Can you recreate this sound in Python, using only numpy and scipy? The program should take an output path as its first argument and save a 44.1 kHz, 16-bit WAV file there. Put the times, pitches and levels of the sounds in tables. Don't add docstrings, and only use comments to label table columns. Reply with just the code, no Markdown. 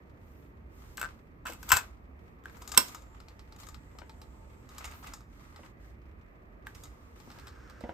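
import sys
import numpy as np
from scipy import signal
from scipy.io import wavfile

SR = 44100
rng = np.random.default_rng(int(sys.argv[2]) if len(sys.argv) > 2 else 0)


def inscribe(sig):
    pcm = np.round(np.clip(np.atleast_2d(sig).T, -1, 1) * 32767)
    wavfile.write(sys.argv[1], SR, pcm.astype(np.int16))


def volts_from_db(level):
    exponent = np.asarray(level, float) / 20
    return 10 ** exponent


N = 349884

# pitch_hz, level_db_per_hz (only the shape counts)
ROOM_TONE_SPECTRUM = [(15, -39.5), (25, -19), (60, -1), (92, -12.5), (197, -20), (258, -16.5), (296, -20),
                      (421, -22.5), (853, -30.5), (926, -42), (1090, -26.5), (1430, -38), (2030, -28),
                      (3410, -75), (16500, -78.5)]
# pitch_hz, likeness
LEFT_RIGHT_LIKENESS = [(60, 0.96), (240, 0.86), (950, -0.38), (3770, -0.73), (15000, -0.35)]
# time_s, left_over_right_db
BENCH_BEARING = [(0.9, 1.5), (1.75, 3), (2.8, 5.5), (4.3, 4), (4.9, -0.2), (6.7, 1.5), (7.3, 2), (7.9, -4)]
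# start_s, length_s, pitch_hz, width_hz, level_db
MOTOR_WHINES = [(2.9, 1.7, 888, 8.3, -72), (0, 7.9, 905, 30, -79), (2.5, .22, 7300, 150, -80),
                (2.9, .26, 7300, 150, -77), (3.6, 1.06, 7650, 900, -80), (7.35, .6, 1340, 130, -65),
                (7.3, .65, 1600, 160, -65), (7.2, .75, 5400, 1200, -76)]
# pitch_hz, level_db_per_hz (only the shape counts)
RUSTLE_SPECTRUM = [(1470, -29), (2500, -12), (8420, -10.5), (9120, -11), (9790, -43), (10600, -32.5),
                   (10900, -11), (11500, -8.5), (14900, -6), (16000, -8), (16500, -34)]
# start_s, length_s, rustle_db, airy_top_over_rustle_db
HAND_BRUSHES = [(0.144, .4, -78.5, 5), (0.683, 0.38, -68.5, -.4), (1.042, 0.26, -87, 5),
                (1.574, 0.26, -59.5, 2), (2.154, 0.22, -83, -4), (2.472, 0.27, -77.5, 12),
                (4.862, 0.26, -70.5, 9), (5.26, 0.37, -69, -8), (5.55, 0.18, -67, -14.5),
                (5.78, 0.17, -72.5, -5.5)]
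# start_s, length_s, grind_db, rustle_over_grind_db
SLIDES = [(0.986, 0.076, -50.5, -12), (1.46, 0.023, -46, -4), (1.681, 0.13, -47, -9),
          (2.442, 0.11, -60, -10.5), (2.605, 0.22, -64, -5), (2.794, 0.092, -52.5, 0),
          (2.832, 0.094, -53.5, -10), (3.0, 0.67, -68, -11.5), (3.582, 0.043, -59, 0.5),
          (3.707, 0.97, -69, -8), (4.697, 0.26, -55, -12.5), (4.803, 0.069, -51, -22),
          (4.954, 0.14, -63.5, -29), (5.024, 0.075, -52, -12), (6.66, 0.027, -59, -6),
          (6.74, 0.11, -62.5, -2), (6.9, .3, -70, -5), (7.155, 0.3, -61.5, -7), (7.5, 0.54, -64, -17.5)]

# time_s, low_modes_peak_db, high_modes_peak_db, struck_spot_pitch_hz
BENCH_THUMPS = [(1.495, -40, -47, 430), (1.729, -29.5, -69, 78), (2.777, -30, -68.5, 383),
                (3.95, -48.5, -61, 571), (4.017, -45.5, -41.5, 458), (5.592, -47.5, -55.5, 468.5),
                (5.633, -54, -46.5, 404.6), (7.273, -43, -58.5, 225.5), (7.377, -44, -65, 245),
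                (7.809, -42, -53.5, 514), (7.838, -29, -40, 505), (7.892, -29.5, -36, 480)]
BUTTON_KNOCKS = [(2.438, -55.5, -59, 1380), (2.456, -33.5, -47, 1540), (2.497, -47, -54, 1230),
                 (6.669, -30.5, -40.5, 1580)]
DRIVE_KNOCKS = [(2.569, -48, -51.5, 972), (2.619, -43.5, -42.5, 1060), (2.676, -46.5, -34.5, 1370),
                (2.692, -44, -39, 1300), (2.718, -39, -30.5, 1550), (2.739, -37, -50.5, 1220),
                (2.746, -36, -29.5, 1517), (2.883, -48, -38, 1223), (2.947, -37.5, -36.5, 1240),
                (3.02, -54, -52, 823), (3.562, -51, -49, 1060), (3.6, -54, -47.5, 1230),
                (3.668, -47, -44, 1140), (3.687, -45.5, -40.5, 1317), (4.69, -51, -47, 1180),
                (4.747, -53, -54.5, 1140), (4.782, -41.5, -35, 1550), (4.843, -35.5, -37.5, 2300),
                (4.853, -36, -37.5, 1640), (4.912, -49, -47, 1454), (5.035, -52.5, -52, 1110),
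                (5.071, -44, -41, 2430), (5.136, -37.5, -37, 1260), (5.206, -52.5, -54, 1300),
                (5.648, -52, -59, 912), (6.749, -48.5, -43, 2426), (6.836, -49.5, -37.5, 1180),
                (6.854, -49, -47, 1660)]
DOOR_KNOCKS = [(2.768, -28.5, -38, 1097), (2.775, -10.5, -4, 1214)]
CASSETTE_KNOCKS = [(0.972, -45, -33, 1420), (0.979, -32.5, -35, 1440), (0.996, -47, -34.5, 1270),
                   (1.014, -24.5, -26, 1530), (1.454, -38.5, -43, 1450), (1.458, -30.5, -44, 1450),
                   (1.468, -30.5, -34, 1480), (1.484, -34, -45, 950), (1.499, -44.5, -39, 1300),
                   (1.522, -39.5, -39, 2250), (1.533, -48, -36, 1010), (1.629, -40, -36.5, 1557),
                   (1.691, -37.5, -24, 1380), (1.7, -38.5, -22, 921), (1.705, -20.5, -28, 1560),
                   (1.718, -7.5, -7.5, 1090), (1.722, -12.5, -13.5, 1740), (1.739, -23, -24.5, 1400),
                   (1.752, -26.5, -25.5, 1467), (1.765, -22.5, -21.5, 1480), (1.769, -23, -14, 1193)]
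# time_s, low_modes_peak_db
PAWL_TICKS = [(3.202, -48), (3.284, -49), (3.393, -49.5), (3.523, -48), (3.633, -46), (3.744, -47),
              (3.986, -45), (4.095, -46.5), (4.216, -46.5), (5.561, -47), (5.903, -66), (7.201, -52),
              (7.302, -46.5), (7.315, -48.5), (7.387, -47.5), (7.397, -49.5), (7.47, -45.5), (7.48, -49),
              (7.698, -50), (7.807, -53.5)]
# start_s, peak_db, first_gap_ms, loss_per_bounce_db
HOLDER_BOUNCES = [(2.782, -29.5, 7.5, 5.2)]
SHELL_BOUNCES = [(1.029, -24, 8.8, 2.2), (1.73, -16, 7.6, 2.6), (1.778, -26, 7.5, 4.5)]

# pitch_hz, level_db (against the other modes), fall_by_60_db_s
BENCH_MODES = [(78, 7.5, 0.068), (234.4, 1.5, 0.036), (326, -1.5, 0.056), (514, 2.5, 0.032),
               (616, -2, 0.0097), (996, -1.5, .03), (1550, -2.5, 0.0087), (1990, -7, 0.022),
               (2880, -10.5, 0.0082)]
KEY_MODES = [(431.8, 13, 0.056), (890, -3.5, 0.075), (1380, -6.5, 0.01055), (1580, 9.5, 0.019),
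             (1860, -13, 0.063), (2450, -39.5, 0.06), (3720, -15, 0.045), (8300, -36, 0.023)]
PAWL_MODES = [(886, 0, 0.028), (1220, 2, 0.012), (1950, -11, .015), (3970, -7, 0.019), (4400, 2, 0.0028),
              (5150, -5.5, 0.0075), (7520, -12.5, 0.0095)]
CHASSIS_MODES = [(934, 9, 0.009), (1190, 5.5, 0.013), (1240, 2.5, 0.039), (1550, -5.5, 0.012),
                 (2030, 1.5, 0.016), (2520, -10.5, 0.066), (3820, -5.5, .022), (5148, -5, 0.0042),
                 (6840, -0.5, 0.0027), (13380, -41.5, 0.014)]
HOLDER_MODES = [(430, 1, 0.026), (1024, -2.5, 0.045), (1220, -4.5, 0.045), (1480, 1, 0.016),
                (2040, -2, 0.0055), (2655, 3, 0.025), (4660, -6.5, 0.015), (5370, 3.4, 0.041),
                (7810, -5.5, .008), (13890, -6, 0.0017)]
SHELL_MODES = [(490, -12, 0.015), (1034, -7, 0.045), (1354, -3, 0.011), (1510, -2.5, 0.028),
               (2130, -6.5, 0.0067), (2580, 0.5, 0.11), (5514, -15, 0.024), (7600, -4, .016),
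               (7770, -5, 0.018), (14350, -8.5, 0.0008)]

SPLIT_HZ = 3200
STOP_DB_PER_S = 171


def rms_one(x):
    return x / np.sqrt(np.mean(x ** 2) + 1e-20)


def in_time(rows):
    s, *columns = np.transpose(rows)
    return [np.interp(np.arange(N) / SR, s, c) for c in columns]


def at_hz(points, hz):
    table_hz, value = np.transpose(points)
    return np.interp(np.log(hz), np.log(table_hz), value)


def drift(rate_hz):
    r = np.exp(-2 * np.pi * rate_hz * 40 / SR)
    noise = rng.standard_normal(N // 40 + 2002)
    slow = signal.lfilter([1], [1, -2 * r, r * r], noise)[2000:]
    return np.interp(np.arange(N) / 40, np.arange(len(slow)), rms_one(slow))


def held(start_s, length_s, db, rise_s, fall_db_per_s):
    t = np.arange(N) / SR - start_s
    rise = np.clip(t / rise_s, 0, 1) ** 2
    return rise * volts_from_db(2 * (db - fall_db_per_s * np.clip(t - length_s, 0, 1)))


def ring(force, hz, t60_s):
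    r = volts_from_db(-60 / (t60_s * SR))
    w = 2 * np.pi * hz / SR
    drive = np.sqrt(1 - r * r) / 2 * np.array([1, 0, -1])
    return signal.lfilter(drive, [1, -2 * r * np.cos(w), r * r], force)


def coloured_noise(spectrum, patchy_db, flicker_hz):
    bottom, top = spectrum[0][0], spectrum[-1][0]
    edges = np.geomspace(bottom, top, round(3 * np.log2(top / bottom)) + 1)
    white = rng.standard_normal((2, 2, N))
    out = 0
    for k, (low, high) in enumerate(zip(edges, edges[1:])):
        band = signal.butter(2, [low, high], "band", fs=SR, output="sos")
        mid, side = signal.sosfilt(band, white[k % 2])
        hz = np.sqrt(low * high)
        alike = at_hz(LEFT_RIGHT_LIKENESS, hz)
        gain = volts_from_db(at_hz(spectrum, hz) + patchy_db * drift(flicker_hz))
        out = out + gain * (np.sqrt(1 + alike) * mid + np.sqrt(1 - alike) * side * [[1], [-1]])
    return rms_one(out)


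def room_tone():
    noise = coloured_noise(ROOM_TONE_SPECTRUM, patchy_db=1.5, flicker_hz=2.1)
    return volts_from_db(-51.5) * noise * volts_from_db([[-1.2], [1.2]])


def room(x):
    t60_s, wall_cut_hz = 0.2, 8000
    dull = np.exp(-2 * np.pi * wall_cut_hz / SR)
    out = np.zeros((2, N))
    lags = (rng.uniform(0.008, 0.03, 12) * SR).astype(int)
    for k, lag in enumerate(lags):
        gain = volts_from_db(-60 * lag / SR / t60_s)
        loop, state = x.copy(), [0.]
        for i in range(lag, N, lag):
            back, state = signal.lfilter([gain * (1 - dull)], [1, -dull], loop[i - lag:i], zi=state)
            loop[i:i + lag] += back[:N - i]
        out[k % 2] += (loop - x) * (-1) ** (k // 2)
    return out


def motors():
    out = 0
    for s, length_s, hz, width_hz, db in MOTOR_WHINES:
        whine = ring(rng.standard_normal(N), hz, 2.2 / width_hz)
        power = held(s, length_s, db, rise_s=0.08, fall_db_per_s=STOP_DB_PER_S)
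        out = out + np.sqrt(power) * rms_one(whine)
    return out


def friction_powers():
    grind, rustle, airy = volts_from_db(2 * np.array([-73.5, -97, -83.5]))
    for s, length_s, db, bright_db in SLIDES:
        power = held(s, length_s, db, rise_s=0.0069, fall_db_per_s=STOP_DB_PER_S)
        grind = grind + power
        rustle = rustle + power * volts_from_db(2 * bright_db)
        airy = airy + power * volts_from_db(2 * (bright_db - 6))
    for s, length_s, db, airy_db in HAND_BRUSHES:
        phase = np.clip((np.arange(N) / SR - s) / length_s, 0, 1)
        power = volts_from_db(2 * db) * np.sin(np.pi * phase) ** 2
        grind = grind + power * volts_from_db(2 * 5.5)
        rustle = rustle + power
        airy = airy + power * volts_from_db(2 * airy_db)
    return grind, rustle, airy


def friction():
    grind_power, rustle_power, airy_power = friction_powers()
    catches_per_s, catch_db, catch_ms = 90, -3.5, 6.4
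    catches = (rng.random(N) < catches_per_s / SR) * volts_from_db(catch_db) * rng.exponential(1, N)
    grain = volts_from_db(0.7 * drift(110))
    catching = grain + signal.lfilter([1], [1, -np.exp(-1000 / (catch_ms * SR))], catches + 1e-18)
    teeth = rng.standard_normal((2, N)) * catching
    low_modes = [mode for mode in CHASSIS_MODES if mode[0] < SPLIT_HZ]
    grind = rms_one(sum(volts_from_db(db) * ring(teeth, hz, 0.6 * t60_s) for hz, db, t60_s in low_modes))
    bright = coloured_noise(RUSTLE_SPECTRUM, patchy_db=0.95, flicker_hz=12) * grain
    rustle = signal.sosfilt(signal.butter(4, 10000, "low", fs=SR, output="sos"), bright)
    airy = signal.sosfilt(signal.butter(4, 10000, "high", fs=SR, output="sos"), bright)
    out = np.sqrt(grind_power) * grind + np.sqrt(rustle_power) * rms_one(rustle)
    return out + np.sqrt(airy_power) * rms_one(airy)


def contact_force(t, tau_s, rattle_db, side_db, solid):
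    grit, other = rng.standard_normal((2, len(t)))
    rattle = volts_from_db(rattle_db) * np.exp(-t / (8.6 * tau_s))
    push = np.minimum(t / (0.4 * tau_s), 1) * (np.exp(-t / tau_s) + rattle)
    ports = signal.butter(1, [450, 9500], "band", fs=SR, output="sos")
    shifted = signal.hilbert(grit).imag
    apart = volts_from_db(side_db) * signal.sosfilt(ports, shifted + 0.35 * other)
    flip = signal.butter(2, [7000, 9050], "band", fs=SR, output="sos")
    apart = apart + volts_from_db(side_db + 4) * signal.sosfilt(flip, shifted)
    return (grit + solid + apart * [[1], [-1]]) * push + 1e-18


def knocks(events, modes, contact_ms, low_hz, split_hz, dull_db, bright_db, top_hz, rattle_db, side_db,
           focus_db=9.0, solid=0):
    out, t = np.zeros((2, N)), np.arange(SR // 5) / SR
    tau_s = contact_ms / 1000
    dull = signal.butter(2, [low_hz, split_hz], "band", fs=SR, output="sos")
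    below = signal.butter(2, split_hz, fs=SR, output="sos")
    above = signal.butter(2, [split_hz, top_hz], "band", fs=SR, output="sos")
    bearing_db, = in_time(BENCH_BEARING)
    for s, low_db, high_db, struck_hz in events:
        pan_db = bearing_db[int(s * SR)] + 4.5 * rng.standard_normal()
        force = contact_force(t, tau_s, rattle_db, side_db, solid)
        low = volts_from_db(dull_db) * signal.sosfilt(dull, force)
        high = volts_from_db(bright_db) * force
        for (hz, db, t60_s), chance in zip(modes, rng.standard_normal(len(modes))):
            if hz < split_hz:
                octaves_off = abs(np.log2(hz / struck_hz))
                low = low + volts_from_db(db + chance - focus_db * octaves_off) * ring(force, hz, t60_s)
            else:
                high = high + volts_from_db(db + 3 * chance) * ring(force, hz, t60_s)
        knock = 0
        for part, db in ((signal.sosfilt(below, low), low_db), (signal.sosfilt(above, high), high_db)):
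            knock = knock + volts_from_db(db) * part / np.abs(part.mean(axis=0)).max()
        knock = knock * volts_from_db([[pan_db / 2], [-pan_db / 2]])
        at = round((s - 0.23 * tau_s) * SR)
        out[:, at:at + len(t)] += knock[:, :N - at]
    return out


def bounces(rows):
    k = np.arange(6)
    events = []
    for s, first_db, gap_ms, loss_db in rows:
        for i in k:
            time_s = s + gap_ms / 1000 * np.sum(0.87 ** k[:i])
            db = first_db - loss_db * i
            events.append((time_s, db, db - 9, 1480))
    return events


def bench_thumps():
    return knocks(BENCH_THUMPS, BENCH_MODES, 3.2, 150, SPLIT_HZ / 4, solid=0.3, focus_db=10.5, dull_db=-25.5,
                  bright_db=-9, top_hz=2800, rattle_db=-13, side_db=-6.0)


def buttons():
    return knocks(BUTTON_KNOCKS, KEY_MODES, 2.3, 740, SPLIT_HZ, dull_db=-61, bright_db=-1.0, top_hz=14800,
                  rattle_db=-22, side_db=-5.0)


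def pawl_ticks():
    ticks = [(s, db, db + 0.9, 1200) for s, db in PAWL_TICKS]
    return knocks(ticks, PAWL_MODES, 2.1, 1200, SPLIT_HZ, dull_db=-0.5, bright_db=1.5, top_hz=13600,
                  rattle_db=-8.5, side_db=-3.0)


def cam_drive():
    return knocks(DRIVE_KNOCKS, CHASSIS_MODES, 4.6, 800, SPLIT_HZ, focus_db=16.5, dull_db=-9.5, bright_db=6.5,
                  top_hz=12800, rattle_db=-15.0, side_db=-5.5)


def door():
    return knocks(DOOR_KNOCKS + bounces(HOLDER_BOUNCES), HOLDER_MODES, 2.8, 800, SPLIT_HZ, dull_db=-3.5,
                  bright_db=5.0, top_hz=15800, rattle_db=-19.5, side_db=-0.5)


def cassette():
    hits = knocks(CASSETTE_KNOCKS, SHELL_MODES, 2.2, 1050, SPLIT_HZ, focus_db=11.5, dull_db=-8.5,
                  bright_db=6.5, top_hz=14700, rattle_db=-12.5, side_db=-7.5)
    hits += knocks(bounces(SHELL_BOUNCES), SHELL_MODES, 0.2, 1200, SPLIT_HZ, focus_db=45, solid=4.0,
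                   dull_db=-44, bright_db=2.5, top_hz=14600, rattle_db=-29.5, side_db=6)
    return hits


def scene():
    background = room_tone() + motors() + friction()
    hits = bench_thumps() + buttons() + pawl_ticks() + cam_drive() + door() + cassette()
    echoes = volts_from_db(-18) * room(hits.mean(axis=0))
    return background + echoes + hits


def top_cut(x):
    return signal.sosfilt(signal.butter(12, 16620, fs=SR, output="sos"), x)


def record(dry):
    dip = signal.butter(3, [9090, 11110], "bandstop", fs=SR, output="sos")
    heard = signal.sosfilt(dip, dry) + volts_from_db(-30.5) * dry
    heard = signal.sosfilt(signal.butter(2, 32, "high", fs=SR, output="sos"), heard)
    heard = 0.95 * np.tanh(heard / 0.95)
    heard = signal.sosfilt(signal.cheby2(8, 50, 16500, fs=SR, output="sos"), heard)
    return top_cut(heard)


dry = scene()
out = record(dry)
inscribe(out)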